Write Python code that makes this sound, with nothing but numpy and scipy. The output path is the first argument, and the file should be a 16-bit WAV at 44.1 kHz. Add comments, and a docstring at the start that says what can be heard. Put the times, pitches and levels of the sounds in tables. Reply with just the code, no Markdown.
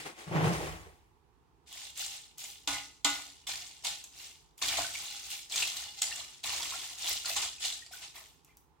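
"""Stirring ice water in a steel bowl

An emptied pot is slid aside, juddering over the worktop: stick-slip friction shaped by the pot's resonances.
Then a wire spider stirs shrimp through ice water in a steel bowl. Ice rattles and clinks as clouds and clusters
of damped notes, water sloshes and plops as noise and rising bubbles, and the spider knocks the bowl's modes.
A small kitchen answers the bowl in stereo, over faint background noise; the pot is heard direct, to the left."""
import sys
import numpy as np
from scipy import signal
from scipy.fft import rfft, irfft, next_fast_len
from scipy.io import wavfile
from scipy.ndimage import map_coordinates

SR = 44100
rng = np.random.default_rng(int(sys.argv[2]) if len(sys.argv) > 2 else 0)


def unload_wav(signal):
    """Save mono or channel-first audio to the path in sys.argv[1] as 16-bit WAV at rate SR, clipped to [-1, 1]."""
    wavfile.write(
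        sys.argv[1],
        SR,
        np.round(np.clip(np.atleast_2d(signal).T, -1, 1) * 32767).astype(np.int16),
    )


N = 388080  # 8.8 s

# Levels in the tables are relative: the functions trim each layer in the mix.
# strokes of the spider: [t/s, rise/s, hold/s, ice settling/(dB/s), ice level/dB, slosh level/dB, spray level/dB]
STROKES = [(1.658, .1, 0.11, 134, -46, -60.5, -61), (1.95, 0.051, 0.02, 98, -38, -59.5, -50),
           (2.11, 0.019, 0.018, 132, -46, -59.5, -61.5), (2.372, 0.022, 0.091, 107, -46.5, -66, -55),
           (2.673, 0.0025, 0.042, 112.5, -36.5, -40.5, -51), (3.045, .003, 0.025, 83.5, -35, -40, -48.5),
           (3.466, 0.012, 0.033, 73, -38, -47, -52), (3.835, 0.014, 0.012, 114, -35.5, -46, -50.5),
           (4.11, 0.088, 0.061, 106, -48.5, -61.5, -61), (4.574, 0.0095, 0.023, 150, -57.5, -65, -60),
           (4.612, 0.0081, 0.2, 75, -34.5, -42, -48.5), (4.768, 0.011, 0.0034, 222, -42.5, -34.5, -53.5),
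           (4.925, 0.013, 0.34, 70, -42.5, -57, -56), (5.28, 0.034, 0.034, 148, -40, -59, -51.5),
           (5.495, 0.073, .04, 72, -33, -45.5, -47.5), (5.73, 0.03, 0.053, 93, -42.5, -53.5, -56.5),
           (5.94, 0.048, 0.0069, 150, -46, -72, -65), (6.015, 0.0063, 0.0052, 300, -33, -46, -48.5),
           (6.03, 0.042, 0.13, 80.5, -42, -51.5, -58.5), (6.43, 0.016, 0.31, 83.5, -37, -46, -51.5),
           (6.77, 0.053, 0.073, 67, -43.5, -56.5, -59.5), (6.96, 0.12, 0.035, 108, -34, -48, -48),
           (7.243, .015, .04, 79.5, -37.5, -47.5, -55.5), (7.277, 0.0073, .012, 220, -39, -48, -43),
           (7.352, 0.014, .005, 168.5, -31.5, -40.5, -48), (7.416, 0.0064, 0.016, 156, -34.5, -46, -53),
           (7.592, 0.057, 0.011, 122, -33, -52.5, -50), (7.908, 0.019, 0.027, 94, -48, -58.5, -57),
           (8, 0.026, .005, 156, -44.5, -55, -72), (8.14, 0.018, 0.0091, 102, -50, -53, -58),
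           (8.45, 0.031, .01, 117, -73, -70, -81)]
# colour of ice rattling on wire and wall: [f/Hz, level/dB]
RATTLE_COLOUR = [(880, -28), (1500, -11.5), (1600, -26), (1810, -10.5), (1930, -19.5), (2060, -10.5),
                 (2350, -9), (3560, -3.5), (4770, -5), (7520, -5.5), (9760, -13), (10500, -19),
                 (13600, -47.5), (22000, -120)]
# colour of folding water: [f/Hz, level/dB]
SLOSH_COLOUR = [(88, -29.5), (150, -17), (210, -26.5), (289, -14.5), (330, -14.5), (507, -25), (691, -5.5),
                (920, -10), (1010, -5.5), (1610, -14.5), (1800, -8), (2600, -5.5), (3380, -35.5),
                (5720, -120)]
# colour of spray off the mesh: [f/Hz, level/dB]
SPRAY_COLOUR = [(6000, -33.5), (9000, 0.5), (11000, -1.5), (13500, 2.5), (16000, -1.5)]
# moving water rocking the bowl on the worktop: [f/Hz, level/dB]
HEAVE_COLOUR = [(30, -30), (55, 3.5), (100, -1), (150, -5), (300, -35.5)]
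# resonances of the bowl's wall, damped by the water: [f/Hz, width/Hz, level/dB]
WALL_MODES = [(737, 39, -12.5), (809, 22, 0.5), (2086, 53, -3.5), (2812, 44, -5.5), (2870, 46, 5.5),
              (3265, 27, 3), (3480, 23, 4.5), (3610, 61, -2.5), (4080, 68, 0.5)]
# clearest clinks of ice on wire, wall and other ice: [t/s, level/dB, f/Hz, sparkle level/dB]
CLINKS = [(1.727, -34.5, 3330, -13), (1.975, -25, 7250, -18), (2.0623, -21.5, 7660, -32),
          (2.382, -30.5, 6460, -12), (2.44, -25, 7150, -31), (3.4707, -24.5, 3470, -23.5),
          (3.8237, -41, 5400, -28), (3.8463, -33.5, 3030, -12), (3.8684, -21, 3620, -28),
          (4.0402, -28, 6850, -16), (4.579, -38.5, 7240, -11), (4.6834, -18, 3590, -15.5),
          (4.9532, -27.5, 2290, -29), (4.9879, -28.5, 7200, -16.5), (5.3035, -32.5, 2950, -5.5),
          (5.4979, -31, 4860, -20), (5.5226, -21.5, 3430, -22), (5.559, -17, 6600, -19),
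          (5.5794, -20, 3460, -27), (5.6245, -15.5, 2760, -39), (5.6752, -19.5, 3620, -16),
          (5.7687, -25.5, 4000, -10), (6.0186, -9, 7050, -23), (6.0213, -20, 7500, -26.5),
          (6.0681, -25, 4900, -27), (6.1588, -24, 7330, -26.5), (6.4381, -25, 4000, -28),
          (6.6293, -21.5, 3480, -32), (7.0646, -27, 3750, -12), (7.0936, -28.5, 3820, 1.5),
          (7.1287, -26, 5630, -6.5), (7.2575, -18.5, 4460, -28), (7.65, -18, 4170, -35),
          (7.724, -24.5, 3930, -28), (7.863, -34.5, 4700, -36), (8.4472, -45.5, 6060, -11),
          (8.5704, -43.5, 6030, -7)]
# colour of an ice contact: [f/Hz, level/dB]
TICK_COLOUR = [(300, -37), (1500, -26), (2800, -2.5), (5000, -2.5), (7800, 6), (10000, -8.5), (16000, -22)]
# colour of the snap of a hard, dry contact: [f/Hz, level/dB]
SPARKLE_COLOUR = [(3000, -33), (8000, -7), (11000, -4), (16000, -5.5)]
# colour of the water-loaded wall under a clink: [f/Hz, level/dB]
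THUD_COLOUR = [(100, -20), (400, -22.5), (720, 8), (850, -1.5), (1100, -0.5), (1700, -2), (4000, -38.5)]
# single large air bubbles: [t/s, starting f/Hz, level/dB]
PLOPS = [(4.622, 1066, -34.5), (4.722, 2290, -34.5), (4.737, 775, -35), (4.787, 692, -25.5),
         (4.788, 990, -35), (4.845, 1500, -35), (5.538, 2360, -34), (6.116, 1820, -37.5),
         (6.124, 2750, -33.5), (6.603, 925, -39.5), (6.722, 1056, -37), (6.737, 1370, -36.5),
         (7.108, 2040, -38), (7.247, 1420, -41), (7.302, 683, -36.5), (7.310, 2600, -33.5),
         (7.582, 2510, -45), (7.822, 1860, -45), (7.910, 735, -49), (7.935, 1470, -40.5),
         (8.189, 2500, -56), (8.492, 2060, -61), (8.507, 2320, -60)]
# the spider knocks the bowl:
# [t/s, crack level/dB, ring level/dB, boost of the low modes/dB, f favoured by the struck spot/Hz, its boost/dB]
KNOCKS = [(2.675, -25, -45, 4, 1047, 5.5), (2.742, -38, -54.5, -7, 2000, 19),
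          (3.047, -19, -34.5, 2.5, 1350, -3.5), (3.869, -29, -64.5, 8, 820, 12),
          (4.624, -28, -60, 11, 1040, -1), (4.775, -28.5, -55.5, 5.5, 960, 3),
          (7.364, -26.5, -48, -30, 782, 12)]
# ringing modes of the steel bowl: [f/Hz, level/dB, t60/s]
BOWL_MODES = [(283, 0, .28), (819, 1, .3), (960, -3, .19), (1040, -2, .19), (1140, -3, .19),
              (1254, -2, .38), (1458, 1, .36), (1997, -10, .36), (2040, -2, .33), (2150, -7, .25),
              (2412, -7, .3), (2515, -7, .25), (2751, -6, .33), (2890, -5, .26), (2945, -5, .26),
              (3021, -1, .3), (3458, -3, .26), (3677, 1, .2), (3903, 0, .22), (4753, -7, .18),
              (5040, -5, .22), (7101, -7, .22)]
# colour of wire cracking on steel: [f/Hz, level/dB]
CRACK_COLOUR = [(100, -35.5), (450, -11), (900, -8), (1700, -24.5), (2600, -4), (3700, 6.5), (5500, -5),
                (7300, 4), (9500, -15.5), (16000, -24.5)]
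# shoves of the pot: [t/s, rise/s, hold/s, dying away/(dB/s), judder level/dB, scrape level/dB, grit level/dB]
SHOVES = [(0, 0.001, 0.0092, 200, -61, -51, -43), (.042, 0.021, 0.0043, 247, -56, -41.5, -42.5),
          (.155, 0.037, 0.023, 106, -76, -52, -49), (.266, .014, 0.037, 150, -40, -46.5, -54),
          (.31, 0.044, 0.06, 161, -30, -32, -53), (.415, 0.029, 0.046, 138, -28.5, -32, -40.5),
          (.52, 0.011, 0.013, 92, -55, -39.5, -40.5), (.585, 0.045, .04, 94, -46.5, -42, -45.5)]
# the pot's base catches: [t/s, level/dB]
BUMPS = [(0.313, -37.5), (0.348, -37), (0.403, -34.5), (0.451, -31), (0.496, -33.5), (0.605, -33.5),
         (0.867, -53)]
# the worktop booms under the pot: (t/s, rise/s, hold/s, dying away/(dB/s))
BOOM_SWELL = (0.28, 0.29, 0.12, 60)
# resonances of the pot: [f/Hz, width/Hz, level/dB]
POT_MODES = [(317, 11, 6), (383, 49, -19), (470, 51, -9.5), (596, 38, -6), (735, 8.4, 7), (829, 16, -0.5),
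             (1100, 98, -3.5), (1830, 28, -23)]
# colour of the base scraping: [f/Hz, level/dB]
SCRAPE_COLOUR = [(140, -49), (230, -11.5), (289, -17), (324, -3.5), (498, -9.5), (701, -10), (844, -6),
                 (974, -10), (1160, -12.5), (1330, -13.5), (2140, -16), (3480, -25.5), (4070, -32),
                 (7000, -34), (9100, -60), (15400, -120)]
# colour of grit under the base: [f/Hz, level/dB]
GRIT_COLOUR = [(1180, -20.5), (2000, -8), (3490, -13.5), (4080, -15.5), (8630, -17.5), (14800, -32.5),
               (16000, -28)]
# colours of the judder's noise, the worktop's boom and a catch: [f/Hz, level/dB]
RUMBLE_COLOUR = [(70, -32), (105, 1.5), (190, 2), (240, -41.0), (400, -62.0)]
BOOM_COLOUR = [(30, -31.5), (55, 7), (90, 8.0), (140, -32.5)]
BUMP_COLOUR = [(70, -23), (140, 5.0), (250, -24), (350, 9), (850, -0.5), (1400, -29), (6000, -36)]
# how long the room rings: [f/Hz, t60/s]
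ROOM_T60 = [(150, 0.59), (800, 0.29), (3000, 0.32), (7000, 0.36), (15000, 0.38)]
# how alike left and right are in diffuse sound: [f/Hz, correlation]
LIKENESS = [(100, 0.29), (300, 0.58), (700, 0.26), (1400, -0.027), (3000, 0.18), (15000, -0.36)]
# colour of the quiet kitchen: [f/Hz, level/dB]
FLOOR_COLOUR = [(15, -40), (25, -26), (49, -0.5), (72, 0.5), (92, -8.5), (166, -7), (195, -20.5),
                (229, -13), (301, -12.5), (427, -11), (591, -26.5), (863, -11), (936, -13.5), (1560, -25.5),
                (16000, -43)]

ONSET_DB, SAG_DB_PER_S = 14, 12.5  # a movement starts this far under its peak, and slackens while it is held
FADE_IN = 0.2  # share of the rise in which a movement gets under way
WATER_SETTLES, SPRAY_SETTLES = 1.38, 1.13  # times as fast as the ice
WALL_FLUTTER_DB = 6  # scale of the random level swings that drive the wall
ROCK_DB, ROCK_LAG_S = -17, 0.019  # the sloshing water rocks the bowl a moment later
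NOTE_SPREAD, NOTE_SCATTER = .09, 0.022  # reach of a cube's notes about its pitch, and their spread (log ratios)
THUD_DB = -32  # the bowl's wall under each clink
PLOP_T60_S = .03
BOOM_DB, FLOOR_DB = -44, -67.5
POT_LEAD_S = 0.000279  # the pot reaches the left ear this much earlier
TOP_HZ = 16100


def stirring():
    """Ice ticks on wire and wall, the mesh sheds spray, and water folds in clouds of little bubbles."""
    rattle, slosh, spray = movements(STROKES, speeds=(1, WATER_SETTLES, SPRAY_SETTLES))
    chips = crackle(RATTLE_COLOUR, t60=0.0054, spread_db=5.5, count=11000)
    # the mesh drags over the cubes in tiny jerks
    rasp = unit(rush(RATTLE_COLOUR) * amp(2.1 * wobble(220)))
    drive = diffuse(rng.standard_normal((2, N))) * amp(WALL_FLUTTER_DB * wobble(150))
    wall = resonant(drive, WALL_MODES)
    ice = rattle * (amp(-5.0) * chips + amp(-1.5) * rasp + amp(-9.5) * wall)

    droplets = crackle(SPRAY_COLOUR, t60=0.0026, spread_db=0.0, count=6000)
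    drops = spray * (amp(-1) * droplets + amp(1.0) * rush(SPRAY_COLOUR))

    bubble_hz = rng.uniform(372, 2743, size=(1800, 1))
    bubble_t60 = 0.021 * np.sqrt(1000 / bubble_hz)  # big bubbles ring longer
    cloud = grains(bubble_hz, bubble_t60, spread_db=1.5, rise=0.14, lag=.00003, size=1000)
    bubbles = coloured(cloud, SLOSH_COLOUR)
    water = slosh * (amp(-3.5) * bubbles + amp(-4) * rush(SLOSH_COLOUR))

    rocking = amp(ROCK_DB) * np.interp(np.arange(N) - ROCK_LAG_S * SR, np.arange(N), slosh)
    heave = rocking * coloured(rng.standard_normal(N), HEAVE_COLOUR) * amp([[-4], [1]])
    return ice + drops + water + heave


def clinks():
    """Each cube gives a tick, a cluster of damped notes, a bright snap and a dull thud in the bowl's wall."""
    out, t = np.zeros((2, N)), np.arange(SR // 12) / SR
    place = np.linspace(-1, 1, 5)[:, None]
    for s, db, hz, sparkle_db in CLINKS:
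        tick = amp(-16) * burst(TICK_COLOUR, t, t60=0.048, width=0.27)
        # five notes, crowded towards the cube's pitch
        detune = NOTE_SPREAD * place * np.abs(place) + NOTE_SCATTER * rng.standard_normal(place.shape)
        notes = hz * np.exp(detune)
        t60 = 90 / hz  # ninety cycles of the cube's pitch
        ring = amp(-10.5) * bubble(t, notes, t60, rise=0).sum(axis=0) * (1 - np.exp(-t / 0.00085))
        snap = amp(sparkle_db + 3.0) * burst(SPARKLE_COLOUR, t, t60=0.0098, width=0.31)
        thud = amp(THUD_DB) * burst(THUD_COLOUR, t, t60=0.058, width=0.26)
        add(out, s, amp(db) * (tick + ring + snap + thud))
    return out


def plops():
    """Large air bubbles start softly and rise in pitch near the surface."""
    out, t = np.zeros((2, N)), np.arange(SR // 8) / SR
    for s, hz, db in PLOPS:
        soft_start = 1 - np.exp(-t / 0.0017)
        add(out, s, amp(db + 5) * bubble(t, hz, PLOP_T60_S, rise=0.048) * soft_start)
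    return out


def knocks():
    """The spider's rim cracks against the bowl; the spot it strikes decides which modes ring most."""
    out, t = np.zeros((2, N)), np.arange(SR // 2) / SR
    hz, mode_db, t60 = np.transpose(BOWL_MODES)[:, :, None]
    for s, crack_db, ring_db, low_db, spot_hz, boost_db in KNOCKS:
        favour = np.exp(-(np.log(hz / spot_hz) / .15) ** 2)
        scatter_db = rng.standard_normal(hz.shape)
        strength = amp(mode_db + scatter_db + low_db * (hz < 500) + boost_db * favour)
        # each mode starts at its own phase, slightly apart in the two ears
        phase = rng.uniform(0, 2 * np.pi, hz.shape) + .5 * rng.standard_normal((2, len(hz), 1))
        build = 1 - np.exp(-t * hz / 3)  # a mode takes a few cycles to build up
        modes = strength * build * amp(-60 * t / t60) * np.sin(2 * np.pi * hz * t + phase)
        ring = np.sum(modes, axis=1)

        # the wire basket's many partials
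        wire_hz = rng.uniform(2200, 8500, size=(30, 1))
        partials = np.sin(2 * np.pi * wire_hz * t + rng.normal(size=(2, 30, 1)))
        wires = np.sum(amp(along(CRACK_COLOUR, wire_hz)) * partials, axis=1)
        crack = burst(CRACK_COLOUR, t, t60=0.055, width=0.82)
        crack = crack + amp(-16.5) * unit(wires) * amp(-60 * t / 0.41)
        add(out, s, amp(crack_db) * crack + amp(ring_db) * ring)
    return out


def pot():
    """The pot's base sticks and slips: a low judder, a ringing scrape, grit, and a boom in the worktop."""
    judder, body, grit_gain = movements(SHOVES, speeds=(1.15, 1, .9))
    # the slip rate wanders around 159 Hz
    phase = 2 * np.pi * np.cumsum(159 * (1 + 0.064 * wobble(68.76))) / SR
    groan = unit(np.sin(phase) * amp(0.88 * wobble(55.1)))
    # friction noise comes once a slip
    slips = unit(amp(1.8 * np.cos(phase) + 1.5 * wobble(70)))
    friction = diffuse(rng.standard_normal((2, N))) + 0.36 * rng.standard_normal(N)
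    ring = resonant(friction * slips, POT_MODES)
    grind = unit(rush(SCRAPE_COLOUR) + 0.85 * coloured(rng.standard_normal(N), SCRAPE_COLOUR))
    scrape = body * (amp(-1.0) * slips * grind + amp(-4.5) * ring)
    specks = crackle(GRIT_COLOUR, t60=0.016, spread_db=-8.5, count=6000)
    grit = grit_gain * (amp(-1.5) * rush(GRIT_COLOUR) + amp(-7.5) * specks)
    boom = amp(BOOM_DB) * swell(*BOOM_SWELL) * rush(BOOM_COLOUR) * amp([[-4], [1]])
    sound = judder * (amp(-1.5) * groan + amp(-4.0) * rush(RUMBLE_COLOUR)) + scrape + grit + boom
    t = np.arange(SR // 8) / SR
    for s, db in BUMPS:
        add(sound, s, amp(db) * burst(BUMP_COLOUR, t, t60=0.21, width=0.25))
    # off to one side: earlier and a little louder on the left
    ears = np.array([[1], [-1]])
    return filtered(sound, lambda hz: np.exp(1j * np.pi * hz * POT_LEAD_S * ears)) * amp([[.5], [-.5]])


def kitchen(x):
    """The room's answer: dying diffuse noise as an echo, drawn afresh for each third of a second of sound."""
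    out, size = np.zeros((2, N)), SR // 3
    for start in range(0, N, size):
        hz, t, z = signal.stft(rng.standard_normal((2, SR * 2 // 3)), SR, nperseg=256)
        decay = amp(-60 * t / along(ROOM_T60, hz)[:, None])
        tail = diffuse(signal.istft(z * decay, SR, nperseg=256)[1])
        tail = tail * (1 - np.exp(-np.arange(tail.shape[1]) / SR / 0.00043))  # soft start
        piece = x.mean(axis=0)[None, start:start + size]
        add(out, start / SR, signal.fftconvolve(piece, tail / np.linalg.norm(tail[0]), axes=1))
    return out


def quiet_floor():
    """The quiet kitchen: steady, mostly low diffuse noise, stronger on the right."""
    return amp(FLOOR_DB) * rush(FLOOR_COLOUR) * amp([[-2], [2]])


def swell(s, rise, hold, fall_db_per_s):
    """The gain of one movement: it builds up, is held, then dies away."""
    t, rise = np.arange(N) / SR - s, max(rise, .001)
    building = ONSET_DB * np.clip(1 - t / rise, 0, 1)
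    sagging = SAG_DB_PER_S * np.clip(t - rise, 0, hold)
    falling = fall_db_per_s * np.maximum(t - rise - hold, 0)
    return amp(-building - sagging - falling) * np.clip(t / (FADE_IN * rise), 0, 1)


def movements(rows, speeds):
    """Gain curves of three layers: overlapping movements add in power, each layer dies at its own speed."""
    power = np.zeros((3, N))
    for s, rise, hold, fall, *layer_db in rows:
        for layer, db, speed in zip(power, layer_db, speeds):
            layer += (amp(db) * swell(s, rise, hold, fall * speed)) ** 2
    return np.sqrt(power)


def crackle(spectrum, t60, spread_db, count):
    """A stereo cloud of tiny contacts with a given colour, their lives scattered around t60."""
    hz = rng.uniform(1520, 15720, size=(count, 1))
    life = t60 * np.exp(.5 * rng.standard_normal(hz.shape))
    return coloured(grains(hz, life, spread_db, rise=0, lag=.00003, size=220), spectrum)


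def grains(hz, t60, spread_db, rise, lag, size):
    """A cloud of damped sines, each size samples long, at random times, strengths and left-right delays."""
    start = rng.integers(0, N, hz.shape)
    strength = amp(spread_db * np.minimum(rng.exponential(size=hz.shape), 3)) / np.sqrt(t60)
    offset = lag * rng.standard_normal(hz.shape)
    k = np.arange(size)
    out = []
    for way in (-1, 1):
        t = np.maximum(k / SR - np.maximum(way * offset, 0), 0)  # only the farther ear is delayed
        ear = strength * bubble(t, hz, t60, rise)
        out.append(np.bincount((start + k).ravel(), ear.ravel(), N + size)[:N])
    return np.array(out)


def bubble(t, hz, t60, rise):
    """A damped sine whose pitch climbs by the share rise over its t60."""
    return np.sin(2 * np.pi * hz * t * (1 + rise * t / t60 / 2)) * amp(-60 * t / t60)


def burst(spectrum, t, t60, width):
    """A dying puff of coloured noise; width weighs the part that differs between the ears."""
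    mid, side = coloured(rng.standard_normal((2, len(t))), spectrum)
    return unit(np.array([mid + width * side, mid - width * side])) * amp(-60 * t / t60)


def resonant(x, modes):
    """x through a bank of band-pass resonances, at rms 1."""
    def response(f):
        return sum(amp(db) * 1j * f * w / (c * c - f * f + 1j * f * w) for c, w, db in modes)
    return unit(filtered(x, response))


def rush(spectrum):
    """Diffuse stereo noise of a given colour, at rms 1."""
    return coloured(diffuse(rng.standard_normal((2, N))), spectrum)


def diffuse(pair):
    """Two unrelated signals mixed as mid and side, so left and right are as alike as LIKENESS says."""
    def mid_side(hz):
        turn = np.arccos(np.clip(along(LIKENESS, hz), -1, 1)) / 2
        return np.array([np.cos(turn), np.sin(turn)])
    mid, side = filtered(pair, mid_side)
    return np.array([mid + side, mid - side])


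def coloured(x, spectrum):
    """x shaped by a colour table, at rms 1."""
    return unit(filtered(x, lambda hz: amp(along(spectrum, hz))))


def filtered(x, response):
    """x times a response of frequency."""
    n = x.shape[-1]
    m = next_fast_len(n + SR // 8)
    return irfft(rfft(x, m) * response(np.fft.rfftfreq(m, 1 / SR)), m)[..., :n]


def wobble(rate):
    """A smooth random curve, rate knots a second."""
    knots = rng.standard_normal(int(N * rate / SR) + 4)
    return map_coordinates(knots, [np.arange(N) * rate / SR])


def along(points, hz):
    """A table of frequencies and values, read on a log frequency axis."""
    f, v = np.transpose(points)
    return np.interp(np.log(hz + 1), np.log(f + 1), v)


def amp(db):
    """Decibels to gain."""
    return 10 ** (np.asarray(db) / 20)


def unit(x):
    """x scaled to rms 1."""
    return x / np.sqrt(np.mean(x ** 2) + 1e-20)


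def add(track, s, sound):
    """Mix a sound into the track from s seconds on."""
    span = track[:, round(s * SR):][:, :sound.shape[-1]]
    span += sound[..., :span.shape[-1]]


def scene():
    """The bowl and its room, the pot off to the side, and the quiet kitchen."""
    churn, hits, clangs = stirring(), clinks() + plops(), knocks()
    room = kitchen(amp(-5.0) * churn + amp(-1.0) * hits + amp(-3) * clangs)
    return churn + hits + clangs + room + pot() + quiet_floor()


def record(dry):
    """The recorder keeps nothing above its band limit."""
    return filtered(dry, lambda hz: hz < TOP_HZ)


dry = scene()
out = record(dry)
unload_wav(out)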